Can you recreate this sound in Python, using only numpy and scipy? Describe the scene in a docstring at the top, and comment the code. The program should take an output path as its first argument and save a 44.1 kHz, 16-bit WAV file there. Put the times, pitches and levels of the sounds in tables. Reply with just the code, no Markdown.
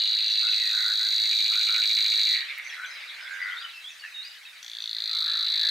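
"""A warbler on a reed opens with a long trill, some 54 syllables a second, turning its head. Each
syllable is a click and a few short glides of the syrinx. Behind it, over a soft outdoor wash, frogs
croak and throb as larynx clicks ring their vocal sacs. The trill slows and stops at 2.4 s, leaving
the frogs, whistles of farther birds and a few clucks. At 4.6 s a second trill starts cold, quiet
and hurried, then warms up and swells. The reed bed scatters the voices."""
import sys
import numpy as np
from scipy import signal
from scipy.io import wavfile
from scipy.ndimage import uniform_filter1d

SR = 44100
rng = np.random.default_rng(int(sys.argv[2]) if len(sys.argv) > 2 else 0)


def bounce(signal):
    """Save signal as a 16-bit WAV file at the path given by the first command-line argument."""
    frames = np.transpose(np.atleast_2d(signal))
    limited = np.clip(frames, -1, 1)
    pcm = np.round(limited * 32767).astype(np.int16)
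    wavfile.write(sys.argv[1], SR, pcm)


N = 251370


def amp(db):
    """Decibels to gain."""
    return 10 ** (np.asarray(db) / 20)


def unit_rms(x):
    """Scales to rms 1."""
    return x / np.sqrt(np.mean(x ** 2) + 1e-20)


def spectrum_at(points, hz):
    """Interpolates a spectrum over log frequency."""
    point_hz, value = np.transpose(points)
    return np.interp(np.log(hz + 1), np.log(point_hz + 1), value)


def curves_at(rows, t):
    """Interpolates each value column at times t."""
    time_s, *values = np.transpose(rows)
    return [np.interp(t, time_s, column) for column in values]


def add(mix, start_s, sound, pan_db=0.):
    """Mixes mono into stereo; positive pan is left."""
    at = round(start_s * SR)
    part = mix[:, max(at, 0):max(at + len(sound), 0)]
    part += amp([[pan_db / 2], [-pan_db / 2]]) * sound[max(-at, 0):][:part.shape[1]]


def resonate(x, hz, width_hz):
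    """Unity-gain resonance: shift hz down to zero, smooth, shift back."""
    carrier = np.exp(2j * np.pi * np.cumsum(hz * np.ones(len(x))) / SR)
    pole = np.exp(-np.pi * width_hz / SR)
    return 2 * (carrier * signal.lfilter([1 - pole], [1, -pole], x / carrier)).real


def wander(rate_hz):
    """Smooth noise, rms 1."""
    size = max(int(SR / rate_hz), 1)
    return unit_rms(uniform_filter1d(uniform_filter1d(rng.standard_normal(N), size), size))


def reed_scatter(x, t60_s, gap_s):
    """Reed-bed echoes: a decaying tail of random taps, unlike in each ear."""
    t = np.arange(round(.6 * SR)) / SR
    taps = rng.standard_normal((2, len(t))) * amp(-60 * t / t60_s) * (t > gap_s)
    taps += .26 * taps[::-1]
    return signal.fftconvolve(x, taps / np.linalg.norm(taps[0]), axes=1)[:, :N]


# wash spectrum: (frequency [Hz], relative density [dB])
WASH_SPECTRUM = [(30, -59), (85, -26), (341, -30), (518, -24.5), (1050, -17.5), (1770, -2.5), (2180, -2.5),
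                 (3230, -10.5), (3780, -5), (5310, -12.5), (11900, -19), (15500, -23.5)]
# left-right likeness: (frequency [Hz], correlation [0..1])
WASH_CORRELATION = [(40, 0.79), (300, 1), (3000, 0.56), (8000, 0.86), (13000, 0.35)]
# swell of far frogs: (time [s], lift [dB])
CHORUS_LIFT = [(0, 8), (3.6, 11), (3.75, 4.5), (4.9, 3.5), (5.7, 12)]
# band of that swell: (frequency [Hz], share of lift [0..1])
CHORUS_BAND = [(250, 0), (450, 1), (3000, 1), (7000, 0)]
def wash(rms_db=-43.5):
    """Far chorus, air and reeds: random short-time spectra with drifting patches."""
    frames, hz = N // 256 + 5, np.fft.rfftfreq(1024, 1 / SR)
    left_re, left_im, side_re, side_im, patches = rng.standard_normal((frames, 513, 5)).T
    patches = unit_rms(uniform_filter1d(uniform_filter1d(patches, size=9, axis=0), size=7, axis=1))
    far_birds = np.exp(-(np.log((hz + 1) / 3500) / .5) ** 2)[:, None]
    patch_db = (1.5 + 3 * far_birds) * patches
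    lift_db = curves_at(CHORUS_LIFT, np.arange(frames) * 256 / SR)[0]
    chorus_db = spectrum_at(CHORUS_BAND, hz)[:, None] * lift_db
    correlation = spectrum_at(WASH_CORRELATION, hz)[:, None]
    left = left_re + 1j * left_im
    right = correlation * left + np.sqrt(1 - correlation ** 2) * (side_re + 1j * side_im)
    spectra = np.array([left, right]) * amp(spectrum_at(WASH_SPECTRUM, hz)[:, None] + patch_db + chorus_db)
    return amp(rms_db) * unit_rms(signal.istft(spectra, nperseg=1024, noverlap=768)[1][:, :N])


# reed snaps: (time [s], gain [dB])
SNAPS = [(2.581, -45.5), (5.208, -53)]
def reed_snaps(t60_s=.037):
    """Dry reeds snap: brief bursts of bright noise."""
    out, t = np.zeros((2, N)), np.arange(400) / SR
    for start_s, db in SNAPS:
        add(out, start_s, amp(db - 60 * t / t60_s) * np.diff(rng.standard_normal(402), 2), pan_db=3.)
    return out


# far birds: (time [s], length [s], start pitch [Hz], end pitch [Hz], level [dB])
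WHISTLES = [(0.264, .08, 6200, 5240, -49), (0.485, 0.071, 6220, 5300, -52),
            (2.633, 0.082, 6080, 5980, -52.5), (2.698, 0.052, 5560, 4750, -51.5),
            (2.692, 0.015, 3430, 3270, -40.5), (2.673, 0.33, 3980, 3970, -50),
            (2.844, 0.016, 3730, 3000, -38.5), (2.853, 0.042, 6040, 6160, -53),
            (2.896, 0.072, 5170, 4860, -51), (3.088, 0.016, 3670, 3240, -42.5),
            (3.203, 0.054, 5140, 4910, -50), (3.306, 0.069, 7300, 4540, -55.5),
            (3.415, 0.039, 4920, 4570, -48.5), (3.567, 0.027, 3536, 3760, -36),
            (3.613, 0.024, 4070, 2870, -40), (3.641, 0.026, 3060, 2915, -36),
            (3.687, 0.048, 4500, 2750, -47), (3.727, 0.066, 2720, 2620, -43.5),
            (3.835, 0.075, 3156, 3660, -40), (3.88, 0.054, 7070, 4900, -51.5),
            (3.993, 0.025, 4680, 4390, -45), (4.012, 0.088, 2970, 2440, -45), (4.15, 0.21, 2740, 2920, -53),
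            (4.344, 0.032, 2860, 3120, -46.5), (4.454, 0.032, 4030, 3680, -46.5),
            (4.797, 0.068, 5990, 5900, -54.5)]
RASP_DB, RASP_PITCH_RATIO = 8, .014
def whistles():
    """Gliding near-sines; the high twitter rasps, the rest only flutters."""
    out, flutter, shake = np.zeros((2, N)), wander(300), wander(500)
    sides = rng.uniform(-.86, 1, len(WHISTLES))
    for (start_s, length_s, start_hz, end_hz, db), side in zip(WHISTLES, sides):
        u = np.linspace(0, 1, round(length_s * SR))
        span = slice(round(start_s * SR), round(start_s * SR) + len(u))
        twitter = min(start_hz, end_hz) > 4400 and max(start_hz, end_hz) < 6500
        flutter_db, shake_ratio = (RASP_DB, RASP_PITCH_RATIO) if twitter else (4., .007)
        bend = np.sin(np.pi * u / 2) if start_hz < 5000 else u ** 3  # low glides ease, high speed up
        hz = (start_hz + (end_hz - start_hz) * (u + bend) / 2) * (1 + shake_ratio * shake[span])
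        tone = np.sin(2 * np.pi * np.cumsum(hz) / SR) * signal.windows.tukey(len(u), .35)
        add(out, start_s, amp(db + flutter_db * np.minimum(flutter[span], 1)) * tone, 3.4 * side)
    return out


# scooped whistles, one table each: (time [s], pitch [Hz], level [dB])
SLURS = [
    [(3.505, 2860, -47), (3.53, 3210, -41), (3.56, 3900, -54), (3.6, 4670, -46), (3.65, 4850, -61)],
    [(4.14, 3810, -37.5), (4.175, 3704, -35.5), (4.218, 3790, -35.5), (4.235, 4270, -42),
     (4.258, 4850, -45.5), (4.3, 4850, -47.5), (4.33, 4560, -54)],
]
def slurs():
    """Whistles that slide unbroken between notes and rasp at the top."""
    out, flutter = np.zeros((2, N)), wander(250)
    for rows in SLURS:
        start_s, end_s = rows[0][0], rows[-1][0]
        hz, db = curves_at(rows, np.arange(start_s, end_s, 1 / SR))
        depth = np.clip((hz - 4000) / 700, .15, 1)
        rasp = depth * np.clip(flutter[round(start_s * SR):][:len(hz)], -3, 1)
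        hz = uniform_filter1d(hz, size=700) * (1 + RASP_PITCH_RATIO * rasp)
        tone = np.sin(2 * np.pi * np.cumsum(hz) / SR) * signal.windows.tukey(len(hz), .08)
        add(out, start_s, amp(db + RASP_DB * rasp) * tone)
    return out


# marsh clucks: (time [s], level [dB])
CLUCKS = [(3.903, -34), (4.124, -37), (4.452, -34), (4.53, -41)]
def clucks(base_hz=2557, rise_s=.002, t60_s=.04):
    """One quick ring each, slightly detuned."""
    out, t = np.zeros((2, N)), np.arange(600) / SR
    for (start_s, db), tune in zip(CLUCKS, rng.uniform(.94, 1.03, len(CLUCKS))):
        envelope = amp(db - 60 * t / t60_s) * np.minimum(t / rise_s, 1)
        add(out, start_s, envelope * np.sin(2 * np.pi * base_hz * tune * t))
    return out


def larynx(rate_hz, size, hiss_gain):
    """Uneven clicks of a frog's larynx over a little hiss."""
    drift, loudness, hiss = rng.standard_normal((size, 3)).T
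    cycles = np.cumsum(rate_hz * (1 + 3. * uniform_filter1d(drift, 300))) / SR + .9
    clicks = np.diff(np.floor(cycles), prepend=0) * amp(1.77 * loudness)
    return unit_rms(clicks) + hiss_gain * hiss


# frog position: (time [s], left minus right [dB])
FROG_PAN = [(0, -2), (1.8, -5.5), (3, -2), (5.7, 9.5)]
# croaks: (time [s], length [s], start resonance [Hz], end resonance [Hz], level [dB])
CROAKS = [(0.41, 0.096, 1420, 1430, -42.5), (0.547, 0.19, 2040, 1830, -41.5),
          (0.703, 0.14, 1540, 1440, -43), (0.751, 0.13, 1910, 2000, -41), (0.822, 0.12, 1420, 1570, -38.5),
          (0.974, 0.12, 1360, 1680, -44.5), (1.49, 0.14, 1220, 1580, -45), (1.653, 0.17, 1330, 1530, -40.5),
          (2.249, 0.23, 2060, 1790, -39.5), (2.714, 0.035, 1840, 1960, -39.5),
          (2.754, .14, 1405, 1560, -40), (3.143, 0.4, 1527, 1606, -43.5), (3.369, 0.22, 1976, 2000, -36),
          (3.417, 0.19, 1470, 1400, -42.5), (3.601, 0.079, 1460, 1320, -45.5),
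          (4.028, 0.046, 1710, 1820, -39), (5.046, 0.47, 1307, 1370, -50.5),
          (5.25, 0.12, 1610, 1730, -45.5), (5.52, 0.44, 1750, 1610, -42)]
def croaking_frogs():
    """Clicks ring a vocal sac whose pitch slides as it swells."""
    out, sides = np.zeros((2, N)), rng.uniform(-1.1, 1, len(CROAKS))
    for (start_s, length_s, start_hz, end_hz, db), side in zip(CROAKS, sides):
        size = round(length_s * SR)
        hz = np.linspace(start_hz, end_hz, size)
        clicks = larynx(95, size, hiss_gain=.35)
        ring = unit_rms(resonate(resonate(clicks, hz, 150), hz, 340))
        pan_db = 5.1 * side + curves_at(FROG_PAN, start_s)[0]
        add(out, start_s, amp(db) * ring * signal.windows.tukey(size, .5), pan_db)
    return out


# lower and upper sac resonance: (base frequency [Hz], width [Hz], skirt [Hz])
SAC_MODES = [(2303, 370, 370), (2662, 490, 310)]
# phrases: (first burst [s], last burst [s], period [s], first level [dB], last level [dB],
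# upper resonance gain [dB], first pitch [ratio], last pitch [ratio])
LAUGHS = [(-.005, .69, 0.058, -45.5, -46.5, 6, 1.084, 0.93),
          (0.979, 1.228, 0.062, -45, -41, -5, 0.87, 0.98), (1.299, 2.401, 0.073, -37, -35, -8, 1.044, 0.99),
          (2.484, 2.73, 0.08, -34.5, -40, -19, 0.957, 0.89),
          (2.938, 3.38, 0.079, -44.5, -43, -24, 0.95, 0.92)]
def laughing_frog(burst_s=.044, jitter_s=.005, jitter_db=1.2):
    """Nearly even bursts, each a handful of clicks ringing a small sac."""
    out, size = np.zeros((2, N)), round(burst_s * SR)
    for first_s, last_s, period_s, first_db, last_db, upper_db, *pitch in LAUGHS:
        count = round((last_s - first_s) / period_s) + 1
        lag, loudness = rng.standard_normal((count, 2)).T
        onsets_s = first_s + period_s * np.arange(count) + jitter_s * lag
        levels_db = np.linspace(first_db, last_db, count) + jitter_db * loudness
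        for start_s, db, tune in zip(onsets_s, levels_db, np.linspace(*pitch, count)):
            clicks = larynx(140, size, hiss_gain=.45)
            lower, upper = (unit_rms(resonate(resonate(clicks, tune * hz, width), tune * hz, skirt))
                            for hz, width, skirt in SAC_MODES)
            burst = (lower + amp(upper_db) * upper) * signal.windows.tukey(size, .6)
            add(out, start_s, amp(db) * burst, curves_at(FROG_PAN, start_s)[0])
    return out


# syrinx overtones: (harmonic number, relative level [dB])
OVERTONES = [(2, 6.5), (3, -2), (4, -19)]
def syrinx_blip(t, row, pitch, shift, max_rise_ms=1.2):
    """One short glide, as (fundamental, overtones); a long one rings out slowly."""
    centre_ms, start_hz, end_hz, length_ms, db = row
    u = np.clip((1000 * t - centre_ms - .07 * shift) / length_ms, -.5, .5)
    cycles = pitch * ((start_hz + end_hz) / 2 * t + (end_hz - start_hz) * length_ms / 2000 * u ** 2)
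    overtones = sum(amp(level_db) * np.cos(2 * np.pi * k * cycles) for k, level_db in OVERTONES)
    rise = min(max_rise_ms / length_ms, .5)
    envelope = np.sin(np.pi * np.interp(u + .5, [0, rise, 1], [0, .5, 1])) ** 2
    return amp(db) * envelope * np.array([np.cos(2 * np.pi * cycles), overtones])


# blips of a warm syllable, one table a trill:
# (centre [ms], start pitch [Hz], end pitch [Hz], length [ms], relative level [dB])
BLIPS = [
    [(.6, 3340, 3980, 1.85, -3.5), (1.9, 4316, 4656, 3.54, 0), (3.7, 4402, 3796, 2.72, -6.5),
     (6.5, 3600, 4350, 1.95, -2), (13.8, 3980, 3840, 12.16, -3.5)],
    [(1.1, 3560, 4210, 2.83, 2), (2.2, 4440, 4580, 1.7, 2.5), (4., 3680, 4800, 1.8, 2.5),
     (5.6, 4200, 4200, 1.7, -8), (6.8, 3600, 4300, 1.9, 5.5), (12.4, 4000, 3860, 9.7, -2)],
]
# thin opening click, one table a trill: columns as BLIPS
CLICKS = [
    [(-0.4, 4980, 6700, 1.01, 15.4), (1.5, 6850, 6420, 6.95, 7)],
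    [(1, 5850, 5950, 3.5, 6.8), (2.2, 6160, 6120, 0.86, 13), (5, 6600, 5470, 2.7, 2.4)],
]
# beak resonances, one table a trill: (frequency [Hz], width [Hz], gain [dB])
BEAK_MODES = [
    [(8135, 135, 2), (12250, 390, -2.5), (14300, 360, -4), (14150, 350, -4.5)],
    [(8200, 450, -10), (12650, 390, 2.5), (13900, 560, -5)],
]
THROAT_BAND_HZ, BEAK_BYPASS_DB, BREATH_DB, CLICK_DB = (3353, 4724), -9.5, 7, 13.5
COLD_LATE_DB, COLD_CLICK_DB, COLD_EARLY_DROP, COLD_LATE_RISE = -23, 17.5, .17, .166
def syllable(trill, bright_db, cold, jitter):
    """A click, then blips through windpipe and beak. Cold: clickier, early blips low, late ones faint."""
    t = np.arange(-100, 1000) / SR
    blips = BLIPS[trill]
    shifts, loudness, detune = jitter.T
    late = np.clip(np.array(blips)[:, 0] / 5 - .2, 0, 1)  # 0 to 1 over 1-6 ms
    levels_db = 1.2 * loudness + late * COLD_LATE_DB * (1 - (1 - cold) ** 2)
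    pitches = 1 + .006 * detune[0] + .005 * detune
    pitches *= 1 - (1 - late) * COLD_EARLY_DROP * cold ** 2 + late * COLD_LATE_RISE * cold
    body, overtones = sum(amp(db) * syrinx_blip(t, row, pitch, shift)
                          for row, db, pitch, shift in zip(blips, levels_db, pitches, shifts))
    source_rms = np.sqrt(np.mean(body ** 2))
    throat = signal.butter(4, THROAT_BAND_HZ, "band", fs=SR, output="sos")
    body = signal.sosfilt(throat, np.roll(body, -20))  # advance offsets the filter delay
    breath = np.diff(rng.standard_normal(len(t) + 2), n=2) / np.sqrt(6)
    treble = overtones + amp(BREATH_DB) * abs(body) * breath
    ring = sum(amp(db) * resonate(treble, hz, width_hz) for hz, width_hz, db in BEAK_MODES[trill])
    voice = (body + amp(bright_db) * (amp(BEAK_BYPASS_DB) * treble + ring)) / source_rms
    click, click_overtones = sum(amp(1.5 * loud) * syrinx_blip(t, row, 1 + .008 * tune, shift)
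                                 for row, (shift, loud, tune) in zip(CLICKS[trill], jitter[::-1]))
    click_db = bright_db + CLICK_DB + COLD_CLICK_DB * np.clip(1 - (1 - cold) / .28, 0, 1)
    return voice + amp(click_db) * (click + amp(bright_db + 4) * click_overtones)


def through_reeds(song, scatter_db, sheen_hz=9300, sheen_direct=.61, sheen_db=-2, sheen_pan_db=6.5):
    """Song plus scatter: moving reeds keep changing the paths and smear the top overtones most."""
    swaying = song * (.95 + .3 * wander(30))
    treble = signal.sosfiltfilt(signal.butter(4, sheen_hz, "high", fs=SR, output="sos"), song)
    sheen_gain = amp([[sheen_db + sheen_pan_db / 2], [sheen_db - sheen_pan_db / 2]])
    sheen = sheen_gain * reed_scatter(treble, .08, .001)
    direct = song - (1 - sheen_direct) * treble
    scatter = reed_scatter(swaying, .15, .003) + amp(-7) * reed_scatter(swaying, .5, .03)
    return direct + sheen + amp(scatter_db) * scatter


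# trill timing: (start [s], syllables [count], steady period [ms], gained by a hurried start [ms],
# lost by a tiring end [ms], warm-up [s])
TRILLS = [(-.0005, 129, 18.75, 0, 6.3, 0), (4.6281, 59, 18.65, 23.8, 0, .55)]
# effort and head turn, one table a trill:
# (time [s], level [dB], beak brightness [dB], left minus right [dB])
EFFORT = [
    [(0, -25.5, -37, 0), (.5, -26, -35, -1), (.65, -27, -31, -0.5), (2, -24.5, -31, -1),
     (2.33, -25, -32, -.5), (2.41, -33, -36.5, 0)],
    [(4.62, -45.5, -28.5, 2), (4.82, -36.5, -33.5, 1.5), (5.08, -31.5, -35, 1), (5.16, -28, -35, 0),
     (5.45, -28, -38, 0.5), (5.7, -24.5, -34, 1.5)],
]
SCATTER_DB = (-6, -11)  # per trill; higher when the bird faces away
def warbler(hurry_syllables=16, tire_syllables=7.5, jitter_ms=.2):
    """Strings slightly varied syllables on the beat of each trill."""
    out = np.zeros((2, N))
    for trill, (start_s, count, period_ms, gained_ms, lost_ms, warmup_s) in enumerate(TRILLS):
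        n, song = np.arange(count), np.zeros((2, N))
        jitter = rng.standard_normal((count, len(BLIPS[trill]), 3))
        lead_ms = gained_ms * (1 - np.exp(-n / hurry_syllables))
        lag_ms = lost_ms * np.exp((n + 1 - count) / tire_syllables)
        onsets_s = start_s + (n * period_ms - lead_ms + lag_ms + jitter_ms * jitter[:, 1, 2]) / 1000
        cold = np.clip(1 - (onsets_s - start_s) / warmup_s, 0, 1) if warmup_s else np.zeros(count)
        db, bright_db, pan_db = curves_at(EFFORT[trill], onsets_s)
        for k in n:
            sound = syllable(trill, bright_db[k], cold[k], jitter[k])
            add(song, onsets_s[k] - 100 / SR, amp(db[k]) * sound, pan_db[k])
        out += through_reeds(song, SCATTER_DB[trill])
    return out


def scene():
    """Near warbler, marsh voices and far birds with their scatter, over snaps and wash."""
    marsh = croaking_frogs() + clucks() + laughing_frog()
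    marsh = signal.sosfilt(signal.butter(2, 400, "high", fs=SR, output="sos"), marsh)
    far_birds = whistles() + slurs()
    near_bird = warbler()
    scatter = reed_scatter(marsh, .35, .006) + reed_scatter(far_birds, .38, .006)
    return near_bird + marsh + far_birds + amp(-4) * scatter + reed_snaps() + wash()


def record(dry):
    """Steep low-pass at 15.76 kHz."""
    return signal.oaconvolve(dry, signal.firwin(511, 15760, window=("kaiser", 9), fs=SR)[None], "same")


dry = scene()
out = record(dry)
bounce(out)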